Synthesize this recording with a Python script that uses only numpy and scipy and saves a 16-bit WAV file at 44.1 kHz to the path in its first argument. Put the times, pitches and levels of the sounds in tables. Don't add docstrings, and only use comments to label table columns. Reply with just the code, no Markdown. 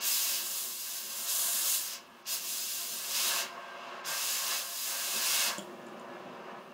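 import sys
import numpy as np
from scipy import signal
from scipy.fft import rfft, irfft, next_fast_len
from scipy.io import wavfile
from scipy.ndimage import uniform_filter1d

SR = 44100
rng = np.random.default_rng(int(sys.argv[2]) if len(sys.argv) > 2 else 0)


def digitize_waveform(pressure):
    field = np.atleast_2d(pressure).T
    bounded = np.clip(field, -1, 1)
    quanta = np.round(bounded * 32767).astype(np.int16)
    wavfile.write(sys.argv[1], SR, quanta)


def boost(x):
    u = np.asarray(x, float) / 20
    return 10 ** u


N = 296793
PAD_N = next_fast_len(N)
TIME_S = np.arange(N) / SR
HZ = np.fft.rfftfreq(PAD_N, 1 / SR) + 1

# f/Hz, density/dB
HUSH_COLOUR = [(1760, -30), (3000, -1), (3590, -4), (3760, -21), (4410, -19), (8290, -16), (15500, -26)]
# f/Hz, width/Hz, lift or dip/dB
SHOP_MODES = [(250, 26, 4.5), (292.5, 60, -12), (355, 34, 7), (430, 57, -4), (567, 78, 4.5), (689, 38, 7.5),
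              (750, 44, -6.5), (842, 30, -4.5), (1077, 160, 4.5), (1139, 19, 3.5), (1266, 130, -1),
              (1705, 23, 7), (1803, 40, 0), (1585, 26, 8.5), (2036, 34, -5.5), (2130, 130, 3.5),
              (2401, 115, -10.5), (2860, 560, 1.5), (3130, 110, 1), (3374, 86, 4.5), (3890, 220, 3),
              (4600, 60, -2), (4950, 150, 3), (6230, 1100, 2), (7240, 130, 3.5), (10700, 200, 1),
              (12900, 490, 1), (13700, 900, -1), (5830, 150, -2)]
# f/Hz, width/Hz, lift or dip/dB
FREE_MODES = [(615, 76, 4.5), (677, 35, -5), (795, 110, 5.5), (880, 50, -8), (990, 18, 2.5),
              (1106, 140, -5), (1235, 37, 3.5), (1510, 50, 2), (1600, 90, -3.5), (1790, 130, 7),
              (2260, 80, -2), (2367, 110, 14), (2530, 60, -8)]
# t/s, roar on the work/dB
FLAME_ROAR = [(0.0, -51), (0.4, -53), (0.72, -61), (1.22, -55.5), (1.42, -51.5), (2.0, -57.5),
              (2.97, -55.5), (3.39, -42), (3.53, -50.5), (3.9, -45), (4.02, -48), (4.6, -49), (4.72, -56.5),
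              (4.95, -50), (5.47, -43), (5.6, -53), (6.45, -48), (6.73, -52)]
# f/Hz, density/dB
FLAME_COLOUR = [(15, -73), (25, -37), (129, -16), (229, -1), (288, -6), (355, -4.5), (456, -6), (1080, -1),
                (2400, -10), (3120, -53), (5280, -120)]
# t/s, roar/dB, rumble/dB
FLAME_PUFFS = [(.68, 3, 5), (1.93, 2.5, 2), (1.05, -2.5, 6), (2.34, 5, 0), (2.93, 0, 6.5), (3.45, 0, 6),
               (3.56, 4.5, 3), (4.1, 3.5, 8), (4.52, 6, 3), (4.93, 4, 2), (5.16, 0.5, 11), (5.51, 4.5, 7)]
# t/s, peak level/dB, thud/dB, clank/dB, ring/dB
CONTACTS = [
    (5.5824, -27.5, -9, -12, -10.5),
    (5.5924, -32, -13, -5, -16),
    (5.612, -42.5, -1.5, -20, -10),
    (5.623, -44, 0, -3.5, -7.5),
    (5.8663, -48, -10, -11, -8),
    (5.8850, -56, -8, -14, -6),
    (5.9968, -51, -7, -13, -6),
    (6.5846, -62, 10, -5, -18),
]
# f/Hz, level/dB, t60/s
THUD_MODES = [(217, 5.5, 0.05), (334, 1, 0.12), (590, 7.5, 0.03), (1370, -6, 0.062)]
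# f/Hz, level/dB, t60/s
CLANK_MODES = [(3070, -0.5, 0.027), (3300, 0, 0.035), (4600, -8, .02)]
# f/Hz, level/dB, t60/s
RING_MODES = [(7000, -2, 0.044), (7370, 2.5, 0.025), (7950, -11, .02), (9300, -15, .02)]
# t/s, jet flow/dB, aim at the phone/dB
LEVER_SQUEEZES = [
    [(-0.005, -43.5, -10), (0.07, -40, 2.5), (0.36, -41.5, -1), (0.44, -48, 3), (0.645, -47.5, 5),
     (0.75, -50, 2.5), (0.95, -48, 1), (1.1, -50, 1.5), (1.27, -48.5, 6.5)],
    [(1.26, -44.5, 6), (1.45, -45, 9), (1.68, -43, 5.5), (1.745, -41.5, 6.5), (1.81, -47.5, 4.5),
     (1.955, -46, -4.5)],
    [(2.254, -42, -5), (2.34, -42, 3.5), (2.4, -48.5, -1.5), (2.5, -46, 3), (2.6, -45.5, 1),
     (3.07, -49.5, 2.5), (3.16, -38.5, -2.5), (3.29, -39.5, 1.5), (3.42, -42.5, -1.5)],
    [(4.04, -43.5, -1.5), (4.33, -42, 1), (4.57, -42.5, -1.5), (4.68, -51, 2), (4.84, -44.5, 1.5),
     (5.11, -45, 1.5), (5.27, -38.5, 0.5), (5.42, -38.5, 0), (5.49, -41, -1)],
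]
# f/Hz, density/dB
JET_COLOUR = [(1180, -38), (2000, -6.5), (2390, 1), (2750, 0.5), (3070, -4.5), (4920, -3), (5840, -4),
              (6520, -0.5), (8010, -1.5), (15500, -4)]
# level/dB, aim follow/(dB/dB), flame roar follow/(dB/dB)
JET_LAYERS = [
    (-6.5, -.5, .3),
    (-3, .5, 0.1),
    (0.5, 0.7, 0),
    (0.5, 1, 0),
    (-2.5, 0.75, -0.24),
]
# t/s, low f/Hz, high f/Hz, level/dB
WIDE_PATCHES = [(0.126, 4650, 5680, -41), (0.217, 9650, 11020, -48), (0.31, 12400, 14470, -43),
                (0.96, 5170, 6290, -53), (1.1, 4570, 5680, -55), (1.101, 7670, 9650, -54),
                (1.379, 11020, 12400, -42), (2.329, 4650, 5680, -44), (2.447, 11020, 12490, -54),
                (2.449, 6890, 8960, -49), (2.631, 13780, 15160, -51), (2.632, 4650, 5680, -49),
                (2.727, 14470, 15850, -52), (2.742, 6200, 8270, -48), (2.935, 5080, 6890, -50),
                (4.304, 6890, 8270, -45), (4.373, 5680, 6890, -46), (4.739, 4570, 8350, -51),
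                (4.796, 4220, 5250, -49), (6.138, 4220, 5250, -70)]

HUSH_DB, HUSH_DUCK = -74, .4
WALL_T60_S, WALL_DB = (.15, .3), (-10, -12)
FREE_S, PUFF_S = 5.56, 0.038
ROAR_MID_DB = -50
RUMBLE_DB, RUMBLE_FOLLOWS, RUMBLE_FREE_DB, RUMBLE_DUCK_DB = -59, 0.42, 7, -3.5
EDGE_DB, EDGE_JET_DB, EDGE_FREE_DB = -8.5, 9.5, -2
DRAUGHT_DB, DRAUGHT_FREE_DB, DRAUGHT_DUCK, GUST_DB = -84, -0.5, 0.76, 5.5
SIZZLE_DB, SIZZLE_T60_S = -57, .4
OPEN_S, OPEN_CURVE, TOP_LATE_S, TOP_EARLY_S = 0.038, 0.75, .008, 0.016
SHUT_DB_PER_S = (400, 400, 330, 250)
BLEED_DB, BLEED_DB_PER_S = -33, 14.5
SCALE_DB, SCALE_T60_S = 5.5, 2.6
FRINGE_DB, FRINGE_FREE_DB = (-9, -16, -20.5, -30, -36, -52), -4.5


def colour(points):
    hz, db = np.transpose(points)
    return boost(np.interp(np.log(HZ), np.log(hz), db))


def slope(hz, order):
    return 1 / (1 + np.exp(np.clip(order * np.log(HZ / hz), -99, 99)))


def noise(gain, lo_hz, hi_hz, grit=0.):
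    spit = boost(grit * rng.exponential(size=N))
    spectrum = rfft(rng.standard_normal(N) * spit, PAD_N) * gain
    inside = np.sum(abs(spectrum[(HZ > lo_hz) & (HZ < hi_hz)]) ** 2)
    return irfft(spectrum * PAD_N / np.sqrt(2 * inside), PAD_N)[:N]


def split(gain, edges_hz, order, grit=0.):
    cuts = [np.sqrt(a[1] * b[0]) for a, b in zip(edges_hz, edges_hz[1:])]
    below = [0, *(slope(hz, order) for hz in cuts), 1]
    bands = []
    for low, high, edges in zip(below, below[1:], edges_hz):
        share = np.clip(high - low, 0, 1)
        bands.append(noise(gain * np.sqrt(share), *edges, grit))
    return bands


def walk(rate):
    k = int(SR / rate)
    held = np.repeat(rng.standard_normal(N // k + 1), k)
    return uniform_filter1d(uniform_filter1d(held, k), k)[:N]


def play(table):
    s, *columns = np.transpose(table)
    return [np.interp(TIME_S, s, c) for c in columns]


def shop(modes):
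    return boost(sum(db / (1 + (2 * (HZ - hz) / width) ** 2) for hz, width, db in modes))


def walls(x):
    t = np.arange(16384) / SR
    bright, dull = rng.standard_normal((2, len(t))) * (t > .002)
    bright = signal.sosfilt(signal.butter(2, 2500, "high", fs=SR, output="sos"), bright)
    dull = signal.sosfilt(signal.butter(2, (450, 2500), "band", fs=SR, output="sos"), dull)
    echo = np.zeros(len(t))
    for tail, t60, db in zip((bright, dull), WALL_T60_S, WALL_DB):
        tail = tail * np.exp(-np.log(1000) * t / t60)
        echo = echo + boost(db) * tail / np.sqrt(np.sum(tail ** 2))
    echo[0] = 1
    response = rfft(echo, PAD_N)
    response = response / np.sqrt(uniform_filter1d(abs(response) ** 2, size=900))
    return irfft(rfft(x, PAD_N) * response, PAD_N)[:N]


def hush():
    level_db = HUSH_DB - HUSH_DUCK * (play(FLAME_ROAR)[0] - ROAR_MID_DB) + 1.2 * walk(17)
    gain = colour(HUSH_COLOUR[:-1]) * np.sqrt(1 - slope(3300, order=6))
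    return boost(level_db) * noise(gain, 4000, 18000)


def freed():
    return np.clip((TIME_S - FREE_S) / .04, 0, 1)


def puffs():
    return sum(np.outer(db, np.exp(-((TIME_S - s) / PUFF_S) ** 2)) for s, *db in FLAME_PUFFS)


def flame(flow):
    (roar_db,), free = play(FLAME_ROAR), freed()
    blowing = flow / (flow + boost(-51))
    rumble_db = RUMBLE_DB + RUMBLE_FOLLOWS * (roar_db - ROAR_MID_DB)
    rumble_db = rumble_db + RUMBLE_FREE_DB * free + RUMBLE_DUCK_DB * blowing
    roar_db, rumble_db = np.array([roar_db, rumble_db]) + puffs()
    edge_db = EDGE_DB + EDGE_JET_DB * blowing + EDGE_FREE_DB * free
    draught_db = DRAUGHT_DB + DRAUGHT_FREE_DB * free - DRAUGHT_DUCK * 20 * np.log10(1 + flow / boost(-45))
    gain = colour(FLAME_COLOUR[:-1]) * shop(SHOP_MODES) * np.sqrt(slope(3280, order=12))
    edges_hz = (40, 125), (150, 450), (500, 1300), (1400, 2400)
    on_work = np.array(split(gain, edges_hz, order=10))
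    in_air = np.array(split(gain * shop(FREE_MODES), edges_hz, order=10))
    draught, rumble, roar, edge = np.sqrt(1 - free) * on_work + np.sqrt(free) * in_air
    low = boost(draught_db + GUST_DB * walk(12)) * draught + boost(rumble_db + 1.7 * walk(6)) * rumble
    return low + boost(roar_db + 1.24 * walk(12)) * (roar + boost(edge_db + 0.22 * walk(25)) * edge)


def sizzle():
    t = TIME_S - CONTACTS[0][0]
    hiss = noise(np.sqrt(1 - slope(5000, order=6)), 5000, 16000, grit=2.5)
    return boost(SIZZLE_DB + 2.1 * walk(30)) * hiss * (t > 0) * boost(-60 * abs(t) / SIZZLE_T60_S)


def drops():
    out, t = np.zeros(N), np.arange(8192) / SR
    edge = signal.butter(3, (6300, 10200), "band", fs=SR, output="sos")
    crack_decay = np.exp(-t / 0.0027) + 0.28 * np.exp(-t / .015)
    for s, peak_db, *parts_db in CONTACTS:
        crack = signal.sosfilt(edge, rng.standard_normal(8192)) * crack_decay
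        hit = boost(parts_db[2] + 4) * crack
        for part_db, modes in zip(parts_db, (THUD_MODES, CLANK_MODES, RING_MODES)):
            for hz, db, t60 in modes:
                decay = np.exp(-np.log(1000) * t / t60)
                hit = hit + boost(part_db + db - 2.5) * np.sin(2 * np.pi * hz * t) * decay
        start = int(s * SR)
        out[start:start + 8192] += boost(peak_db) * hit[:N - start]
    return signal.sosfilt(signal.butter(4, 170, "high", fs=SR, output="sos"), out)


def lever():
    flows, aim = np.zeros((2, N)), np.zeros(N)
    for rows, shut in zip(LEVER_SQUEEZES, SHUT_DB_PER_S):
        flow_db, aim_db = play(rows)
        open_s = TIME_S - rows[0][0] - np.array([[0], [TOP_LATE_S]])
        opened = np.clip(open_s / OPEN_S, 0, 1) ** OPEN_CURVE
        shut_s = np.clip(TIME_S - rows[-1][0] + np.array([[0], [TOP_EARLY_S]]), 0, 9)
        seep = boost(BLEED_DB - BLEED_DB_PER_S * shut_s[0])
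        flows = flows + opened * boost(flow_db) * (boost(-shut * shut_s) + seep)
        aim = np.where(TIME_S > rows[0][0] - .01, aim_db, aim)
    return *flows, aim


def jet(flow, late, aim_db):
    (roar_db,) = play(FLAME_ROAR)
    blast_db, kerf_db, shear_db, thin_db, spray_db = (
        db + by_aim * aim_db + by_roar * (roar_db - ROAR_MID_DB) for db, by_aim, by_roar in JET_LAYERS)
    gain = colour(JET_COLOUR[:-1]) * shop(SHOP_MODES) * np.sqrt(1 - slope(2440, order=12))
    edges_hz = (2500, 3000), (3100, 4400), (4500, 5800), (5900, 8000), (8500, 12800), (13000, 15600)
    bands = blast, kerf, core, shear, thin, spray = split(gain, edges_hz, order=16, grit=.8)
    skirt = np.sqrt(slope(2000, order=12) * (1 - slope(1300, order=4)))
    wash = boost(-11.5) * noise(shop(SHOP_MODES) * skirt, 900, 2400)
    flutter_db = 0.55 * walk(14) + .5 * walk(40) + .35 * walk(150)
    scale_db = SCALE_DB * boost(-60 * TIME_S / SCALE_T60_S)
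    tip = late * boost(0.36 * walk(20)) * (boost(thin_db) * thin + boost(spray_db + scale_db) * spray)
    tip = tip + np.sqrt(flow * late) * boost(shear_db + 0.67 * walk(6)) * shear
    body = flow * (boost(blast_db) * blast + boost(kerf_db + 0.65 * walk(6)) * kerf + core + wash)
    fringe = sum(boost(db) * band for db, band in zip(FRINGE_DB, bands))
    fringe = boost(roar_db + FRINGE_FREE_DB * freed()) * fringe
    return boost(flutter_db) * (body + tip + fringe)


def scene():
    flow, late, aim_db = lever()
    sources = jet(flow, late, aim_db) + flame(flow) + drops() + sizzle()
    torch = walls(sources) + hush()
    return np.array([torch, torch])


def thin_treble(x, dead, share, faint_db):
    n, k = np.arange(2048)[:, None] + .5, np.arange(1024) + .5
    lapped = np.sin(np.pi * n / 2048) * np.cos(np.pi / 1024 * (n + 512) * k) / np.sqrt(512)
    padded = np.pad(x, (1517, 4096))
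    count = len(padded) // 1024 - 1
    lines = padded[1024 * np.arange(count)[:, None] + np.arange(2048)] @ lapped
    patch = uniform_filter1d(uniform_filter1d(lines ** 2, size=7, axis=1), size=3, axis=0)
    band = uniform_filter1d(patch, size=64, axis=1)
    treble = np.clip((k * SR / 2048 - 1500) / 8500, 0, 1)
    power = np.mean(lines[:, 400:700] ** 2, axis=1, keepdims=True)
    faint = 1 / (1 + (power / boost(2 * faint_db)) ** 2)
    strong_line = lines ** 2 > dead * faint * treble ** 2 * band
    strong_patch = patch > share * (.85 + .45 * faint) * treble * band
    frames = (lines * strong_line * strong_patch) @ lapped.T
    return (frames[1:, :1024] + frames[:-1, 1024:]).ravel()[493:493 + N]


def wide_patches():
    side, hz = np.zeros(N), np.fft.rfftfreq(2048, 1 / SR)
    swell = np.sin(np.pi * np.arange(2048) / 2048)
    for s, lo_hz, hi_hz, db in WIDE_PATCHES:
        band = irfft(rfft(rng.standard_normal(2048)) * ((hz > lo_hz) & (hz < hi_hz)))
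        start = 531 + 1024 * round((s * SR - 531) / 1024 - 1)
        side[start:start + 2048] += boost(db) * band / np.std(band) * swell
    return side * np.array([[1], [-1]])


def roll_off(x):
    return signal.sosfilt(signal.butter(12, 16500, fs=SR, output="sos"), x)


def record(dry):
    top_cut = np.sqrt(slope(15750, order=1500))
    cut = irfft(rfft(dry[0], PAD_N) * top_cut, PAD_N)[:N]
    thinned = thin_treble(cut, dead=.3, share=.53, faint_db=-62)
    return roll_off(thinned + wide_patches())


dry = scene()
out = record(dry)
digitize_waveform(out)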